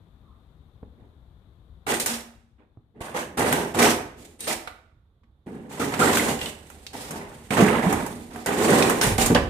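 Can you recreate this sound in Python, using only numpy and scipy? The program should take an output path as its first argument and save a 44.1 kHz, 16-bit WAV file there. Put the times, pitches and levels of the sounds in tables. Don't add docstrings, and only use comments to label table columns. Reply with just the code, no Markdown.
import sys
import numpy as np
from scipy import signal
from scipy.fft import rfft, irfft
from scipy.io import wavfile

SR = 44100
rng = np.random.default_rng(int(sys.argv[2]) if len(sys.argv) > 2 else 0)


def pcm_store(signal):
    levels = np.round(np.clip(np.atleast_2d(signal), -1, 1) * 32767)
    wavfile.write(sys.argv[1], SR, levels.astype(np.int16).T)


N = 418509
TIME = np.arange(N) / SR
PORT_LAG_S = .00036


def undb(db):
    return 10 ** (np.asarray(db) / 20)


def unit(x):
    return x / np.sqrt(np.mean(x ** 2) + 1e-18)


def curve(rows, at_s=TIME):
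    return np.interp(at_s, *np.transpose(rows))


def colour(x, points):
    hz, db = np.transpose(points)
    size = 4096
    octave = np.log2(np.maximum(np.fft.rfftfreq(size, 1 / SR), 10))
    beyond = np.abs(octave - np.clip(octave, np.log2(hz[0]), np.log2(hz[-1])))
    gain = undb(np.interp(octave, np.log2(hz), db) - 20 * beyond)
    cepstrum = irfft(np.log(gain))
    cepstrum[1:size // 2] *= 2
    cepstrum[size // 2 + 1:] = 0
    impulse = irfft(np.exp(rfft(cepstrum)))
    return signal.fftconvolve(x, impulse[None], axes=1)[:, :x.shape[1]]


def ring(x, hz, width_hz):
    return signal.lfilter(*signal.iirpeak(hz, hz / width_hz, fs=SR), x)


def add(out, start_s, sound):
    i = int(start_s * SR)
    out[:, i:i + sound.shape[1]] += sound[:, :out.shape[1] - i]


def shower(per_s, spread_db, size=N):
    when, strength, direction = rng.random((int(per_s * size / SR), 3)).T
    polarity = (-1) ** np.arange(len(when))
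    gain = polarity * undb(-spread_db * np.log(np.maximum(strength, .004)))
    lag = (2 * direction - 1) * PORT_LAG_S * SR / 2
    arrivals = [(when * size + side * lag).astype(int) % size for side in (1, -1)]
    return unit(np.array([np.bincount(port, gain, size) for port in arrivals]))


def wander(per_s):
    return np.interp(TIME * per_s, np.arange(N // 20), rng.standard_normal(N // 20)) * np.sqrt(3 / 2)


def port_time(direction, size):
    return np.maximum(TIME[:size] - PORT_LAG_S * np.array([[direction], [1 - direction]]), 0)


def struck(modes, hz, t60_s, size):
    t = port_time(rng.random(), size)
    return sum(undb(db - 60 * t * k / t60_s) * np.sin(2 * np.pi * hz * k * t) for k, db in modes)


# (frequency [Hz], density [dB])
HISS_SPECTRUM = [(150, 1), (300, -8.5), (600, -15.5), (1150, -18), (1600, -24.5), (2800, -33), (3600, -22),
                 (5200, -43.5), (13500, -42)]
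# (time [s], level [dB])
HISS_LEVEL = [(0, -61.5), (1.85, -62.5), (2.3, -72), (5.3, -70), (9.49, -58)]
# (frequency [Hz], density [dB])
RUMBLE_SPECTRUM = [(25, -12), (60, 3), (100, -3), (170, -16), (400, -32)]


def background(steps, draught_db=8.5, jolt_db=-32.5, settle_s=.11, grip_db=-33, grip_s=9.05):
    air = undb(curve(HISS_LEVEL))
    pole = np.exp(-1 / (settle_s * SR))
    jolt = np.sqrt(signal.lfilter([1 - pole], [1, -pole], steps[0] ** 2))
    grip = np.clip((TIME - grip_s) / .022, 0, 1)
    buffeting = undb(draught_db) * air + undb(jolt_db) * jolt + undb(grip_db) * grip
    rumble = unit(colour(shower(per_s=2500, spread_db=5), RUMBLE_SPECTRUM))
    rumble *= buffeting * undb(.54 * wander(per_s=11))
    hiss = unit(colour(shower(per_s=170000, spread_db=1.5), HISS_SPECTRUM)) * air
    left_over_right_db = curve([(2.8, 8), (3.4, -2.5), (9.0, -6)])
    return (rumble + hiss) * undb(np.array([left_over_right_db, -left_over_right_db]) / 2)


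# (frequency [Hz], t60 [s], gain [dB])
ROOM_MODES = [(75.8, 4.8, 9.5), (219, 1.2, -10), (236.7, 0.7, 2)]


def room(x, wet_db, low_t60_s=.6, high_t60_s=.36):
    t = TIME[:SR * 3 // 4]
    echoes = shower(per_s=12000, spread_db=3, size=len(t)) * (1 - np.exp(-t / .0025))
    low = signal.sosfilt(signal.butter(1, 1500, fs=SR, output="sos"), echoes)
    tail = low * undb(-60 * t / low_t60_s) + (echoes - low) * undb(-60 * t / high_t60_s)
    reverb = signal.fftconvolve(x, unit(tail) / np.sqrt(len(t)), axes=1)[:, :N]
    standing = sum(undb(db) * ring(x.mean(0), hz, np.log(1000) / np.pi / t60_s)
                   for hz, t60_s, db in ROOM_MODES)
    return x + standing + undb(wet_db) * reverb


# (time [s], length [s], pitch [Hz], level [dB])
SQUEAKS = [(.22, 0.17, 1170, -61), (4.383, 0.14, 8640, -40), (5.798, 0.042, 1271, -26),
           (6.006, 0.036, 1264, -14.5), (6.195, 0.0055, 1930, -13.5), (6.951, 0.0058, 746, -27.5)]


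def squeaks(waver_hz=85):
    out, waver = np.zeros((2, N)), wander(per_s=300)
    for start_s, length_s, hz, db in SQUEAKS:
        t = TIME[:int(length_s * SR)]
        pitch_hz = hz + waver_hz * waver[int(start_s * SR):][:len(t)]
        tone = np.sin(2 * np.pi * np.cumsum(pitch_hz) / SR)
        swell = np.sin(np.pi * t / length_s)
        add(out, start_s, undb(db) * swell * tone * np.ones((2, 1)))
    return out


# (pitch ratio [1], level [dB])
SHARD_MODES = [(1, -4.5), (.72, -13), (1.19, -10.5)]
# (time [s], level [dB], pitch [Hz], t60 [s])
CLINKS = [(4.406, -28, 9100, 0.069), (4.407, -38.5, 3850, 0.27), (4.444, -33, 3850, .06),
          (6.39, -27, 2830, 0.083), (6.414, -21.5, 2746, .1), (6.459, -22, 2990, 0.063),
          (6.866, -25.5, 3740, 0.022), (9.013, -16, 5290, 0.088)]


def clinks(chatter_db=5, chatter_t60_s=.04):
    out, t = np.zeros((2, N)), TIME[:SR // 8]
    for start_s, db, hz, t60_s in CLINKS:
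        chatter = shower(per_s=16000, spread_db=-6.5, size=len(t))
        chatter *= undb(chatter_db - 60 * t / chatter_t60_s)
        tone = struck(SHARD_MODES, hz, t60_s, len(t))
        add(out, start_s, undb(db) * (tone + ring(chatter, hz, hz / 2)))
    return out


# (time [s], level [dB], pitch [Hz], t60 [s])
THUMPS = [(.829, -15, 150, 0.022), (2.007, -26, 258, 0.16), (2.089, -24.5, 231, 0.5),
          (2.772, -25, 110, .065), (3.009, -8.5, 120, 0.015), (5.236, -48, 230, .12),
          (5.466, -27.5, 195, 0.14), (5.875, -11, 247, 0.047), (6.95, -22, 239, 0.066),
          (7.623, 5, 196, 0.082), (7.865, 2.5, 181, 0.068), (8.358, -24, 228, 0.085),
          (8.719, -0.5, 216, 0.075), (9.069, -3.5, 130, 0.06), (9.119, -4.5, 97, 0.11),
          (9.307, -8.5, 174, 0.24)]


def thumps(gain_db=-5, rise_s=.0052, contact_db=7, contact_t60_s=.04):
    out, t = np.zeros((2, N)), TIME[:SR // 2]
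    for start_s, db, hz, t60_s in THUMPS:
        swing = np.sin(2 * np.pi * hz * t) * undb(-60 * t / t60_s) * (1 - np.exp(-t / rise_s))
        contact = shower(per_s=2200, spread_db=-1, size=len(t))
        contact *= undb(contact_db - 60 * t / contact_t60_s)
        thud = ring(ring(contact, hz, 300), hz, 340)
        add(out, start_s, undb(db + gain_db) * (swing + thud))
    return signal.sosfilt(signal.butter(2, 1900, fs=SR, output="sos"), out)


# (frequency [Hz], width [Hz], gain [dB])
WOOD_MODES = [(360, 40, -12), (510, 60, -11)]


def wood(x):
    return x + sum(undb(db) * ring(x, hz, width_hz) for hz, width_hz, db in WOOD_MODES)


# (pitch ratio [1], level [dB])
PIECE_MODES = [(1, 2.5), (.45, -11.5), (1.72, -19.5)]
# (time [s], level [dB], relative edge level [dB], pitch [Hz])
SNAPS = [(1.867, -22.5, -6, 1200), (1.999, -27, 17, 1680), (2.06, -19.5, 12.5, 1690), (3.394, -13, -3, 617),
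         (3.5263, -10, 2.5, 1556), (3.747, -18.5, -8, 839), (4.674, -23.5, -10, 1435),
         (5.234, -55, -26, 1110), (5.9388, -17.5, -24, 1350), (6.1714, -9.5, 1, 1527),
         (6.7008, -35.5, 3, 1365), (7.108, -24, 4, 1100), (7.506, -23, -3, 1700), (7.926, -11.5, -3, 827),
         (8.0633, -23, 2, 970), (8.36, -22.5, -9, 745), (8.461, -24, 11, 790), (8.824, -13, -15, 2444),
         (8.897, -9.5, -0.5, 1030), (9.0129, -12, 1, 1750), (9.0672, -19, 7, 980), (9.26, -13.5, 7.5, 1100),
         (9.348, -13.5, -19, 2925), (9.352, -5.5, -30, 574)]


def snaps(crack_t60_s=.069, body_db=4, edge_trim_db=-5, tone_db=-7, tone_t60_s=.045):
    out, t = np.zeros((2, N)), TIME[:SR // 8]
    for start_s, db, edge_db, hz in SNAPS:
        crack = shower(per_s=9000, spread_db=2, size=len(t)) * undb(-60 * t / crack_t60_s)
        body = undb(body_db) * ring(ring(crack, hz, 2 * hz), hz, 2 * hz)
        tone = undb(tone_db) * struck(PIECE_MODES, hz, tone_t60_s, len(t))
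        edge = undb(edge_db + edge_trim_db) * ring(crack, 7500, 5600)
        add(out, start_s, undb(db) * (body + tone + edge))
    return wood(out)


def chips(per_s=1100, t60_cycles=36, spread_db=2.5):
    size = N // 3 + 1
    out = np.zeros((2, size))
    for when, pitch, strength, direction in rng.random((int(per_s * size / SR), 4)):
        hz = 380 * 8 ** pitch
        t = port_time(direction, int(t60_cycles / hz * SR))
        tone = np.sin(2 * np.pi * hz * t) * undb(-60 * hz * t / t60_cycles)
        gain = hz * undb(-spread_db * np.log(max(strength, .02)))
        add(out, when * size / SR, gain * tone)
    return unit(np.tile(out, 3)[:, :N])


# (frequency [Hz], density [dB])
BOARD_SPECTRUM = [(50, -15), (80, 4.5), (120, 2), (200, 1.5), (400, -2), (500, -10.5), (750, -10.5)]
RUBBLE_SPECTRUM = [(250, -26), (480, -2), (800, 5), (1400, -0.5), (1800, 1.5), (2500, -6), (3500, -8.5),
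                   (6000, -33)]
GRIT_SPECTRUM = [(2000, -2), (3800, -3.5), (5200, -7.5), (8700, -4), (10500, -8.5), (14500, -14)]


def debris(slips_per_s=75, coarse_slip_db=.68, fine_slip_db=2, chips_db=-5):
    drag = wander(slips_per_s)
    coarse = wood(shower(per_s=8000, spread_db=2.5) + undb(chips_db) * chips())
    coarse *= undb(coarse_slip_db * drag)
    fine = shower(per_s=12000, spread_db=0) * undb(fine_slip_db * (drag / 2 + wander(slips_per_s)))
    return np.array([colour(coarse, BOARD_SPECTRUM), colour(coarse, RUBBLE_SPECTRUM),
                     colour(fine, GRIT_SPECTRUM)])


RISE_S = {"stamp": .001, "tread": .0055, "slide": .019}
# (time [s], pitch [Hz])
FLOOR_PITCH = [(1.9, 355), (3.2, 299), (3.8, 305), (4.5, 400), (5.6, 267), (6, 283), (7.6, 240), (8.6, 339),
               (9.1, 230)]
# (pitch ratio [1], gain [dB])
PLANK_MODES = [(1, 3), (2.3, -7.5), (4.1, -8)]
# (time [s], contact, length [s], level [dB], boards re rubble [dB], grit re rubble [dB])
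STEPS = [(.97, "slide", .13, -66, 11, -20), (1.864, "slide", 0.097, -23, -3.5, -2),
         (1.998, "stamp", 0.04, -41, 1.5, 14.5), (2.061, "stamp", .12, -34.5, -8, 5),
         (2.58, "tread", 0.066, -62, 4, -30), (2.94, "slide", 1, -60.5, 14, -23),
         (3.005, "stamp", 0.15, -37.5, -20.5, -8), (3.142, "tread", 0.094, -27.5, -8.5, -7.5),
         (3.371, "tread", 0.22, -23.5, -3, -7), (3.51, "tread", 0.17, -30.5, 1, -6.5),
         (3.738, "slide", 0.095, -26, 2.5, -5), (3.787, "stamp", .13, -16.5, -4, -3.5),
         (4.16, "slide", 0.17, -58, 8.5, 7.5), (4.39, "slide", 0.18, -48.5, 3, 10),
         (4.465, "slide", 0.072, -24.5, -6.5, 1), (5.46, "tread", 0.23, -50.5, 12, -11.5),
         (5.69, "slide", 0.65, -41, 0, -4.5), (5.795, "stamp", 0.11, -31, 4, -3),
         (5.92, "stamp", 0.15, -32.5, -1, -6.5), (5.99, "tread", 0.16, -20, -1.5, -5.5),
         (6.13, "stamp", 0.2, -29.5, 0.5, 3.5), (6.26, "stamp", 0.082, -27.5, -0.5, -14),
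         (6.39, "slide", 0.12, -37.5, 0, 2.5), (6.55, "slide", 1, -58.5, 3.5, 2.5),
         (6.93, "tread", 0.27, -42, -0.5, 1), (7.105, "tread", 0.21, -39.5, -0.5, -28),
         (7.27, "slide", 0.29, -53, 2.5, -0.5), (7.505, "stamp", 0.073, -25, -0.5, -7),
         (7.56, "slide", 0.094, -16, 1.5, -10.5), (7.66, "stamp", .15, -22, -3.5, -13.5),
         (7.82, "tread", 0.21, -27, 2, -10), (7.92, "stamp", 0.33, -46, 8.5, 1),
         (8.3, "slide", 0.18, -42.5, 1, -5), (8.46, "stamp", 0.13, -25.5, -2.5, -9.5),
         (8.56, "slide", 0.39, -26, 4, -3), (8.68, "tread", 0.27, -22, 1, -6.5),
         (9.01, "stamp", 0.12, -23.5, -4, -0.5), (9.18, "stamp", 0.11, -23.5, -1, 1.5),
         (9.3, "stamp", 0.036, -28.5, 14.5, -17), (9.348, "stamp", 0.04, -17, -8, -27)]


def footsteps(full_step_db=-21.5, octaves_per_db=.009, plank_spread_octaves=.24, plank_q=14,
              glint_db=-3, glint_hz=(5030, 9760)):
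    layers = debris()
    out = np.zeros((2, N))
    for i, (start_s, contact, length_s, db, boards_db, grit_db) in enumerate(STEPS):
        t = TIME[:int(2 * length_s * SR)]
        boards, rubble, grit = layers[:, :, i * SR // 5:][:, :, :len(t)]
        force = (1 - np.exp(-t / RISE_S[contact])) * np.exp(-(t / length_s) ** 3)
        floor_hz = curve(FLOOR_PITCH, start_s) * 2 ** (octaves_per_db * (db - full_step_db))
        hollow = ring(boards, floor_hz, .8 * floor_hz)
        plank_hz = floor_hz * 2 ** (plank_spread_octaves * rng.standard_normal())
        plank = sum(undb(mode_db) * ring(rubble, k * plank_hz, k * plank_hz / plank_q)
                    for k, mode_db in PLANK_MODES)
        glint = undb(glint_db) * ring(grit, rng.uniform(*glint_hz), 600)
        crunch = unit(force * (rubble + plank))
        crunch += undb(boards_db) * unit(force * hollow)
        crunch += undb(grit_db) * unit(force * (grit + glint))
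        add(out, start_s, crunch * undb(db) * np.sqrt(np.mean(force ** 2)))
    return out


# (time [s], right over left [dB])
BALANCE = [(6.3, 0.5), (6.7, 2), (7.3, -1), (7.6, 2.5), (8.7, 0.6)]


def scene(shadow_depth=.38):
    steps = footsteps()
    pieces = snaps() + squeaks() + clinks()
    left, right = room(steps, wet_db=-7) + room(pieces, wet_db=-6) + room(thumps(), wet_db=-9)
    left = left - shadow_depth * ring(left, 1700, 6400)
    balance_db = curve(BALANCE)
    return np.array([left, right]) * undb(np.array([-balance_db, balance_db]) / 2) + background(steps)


def record(dry):
    return signal.sosfilt(signal.ellip(10, .2, 70, 15100, fs=SR, output="sos"), np.tanh(dry))


dry = scene()
out = record(dry)
pcm_store(out)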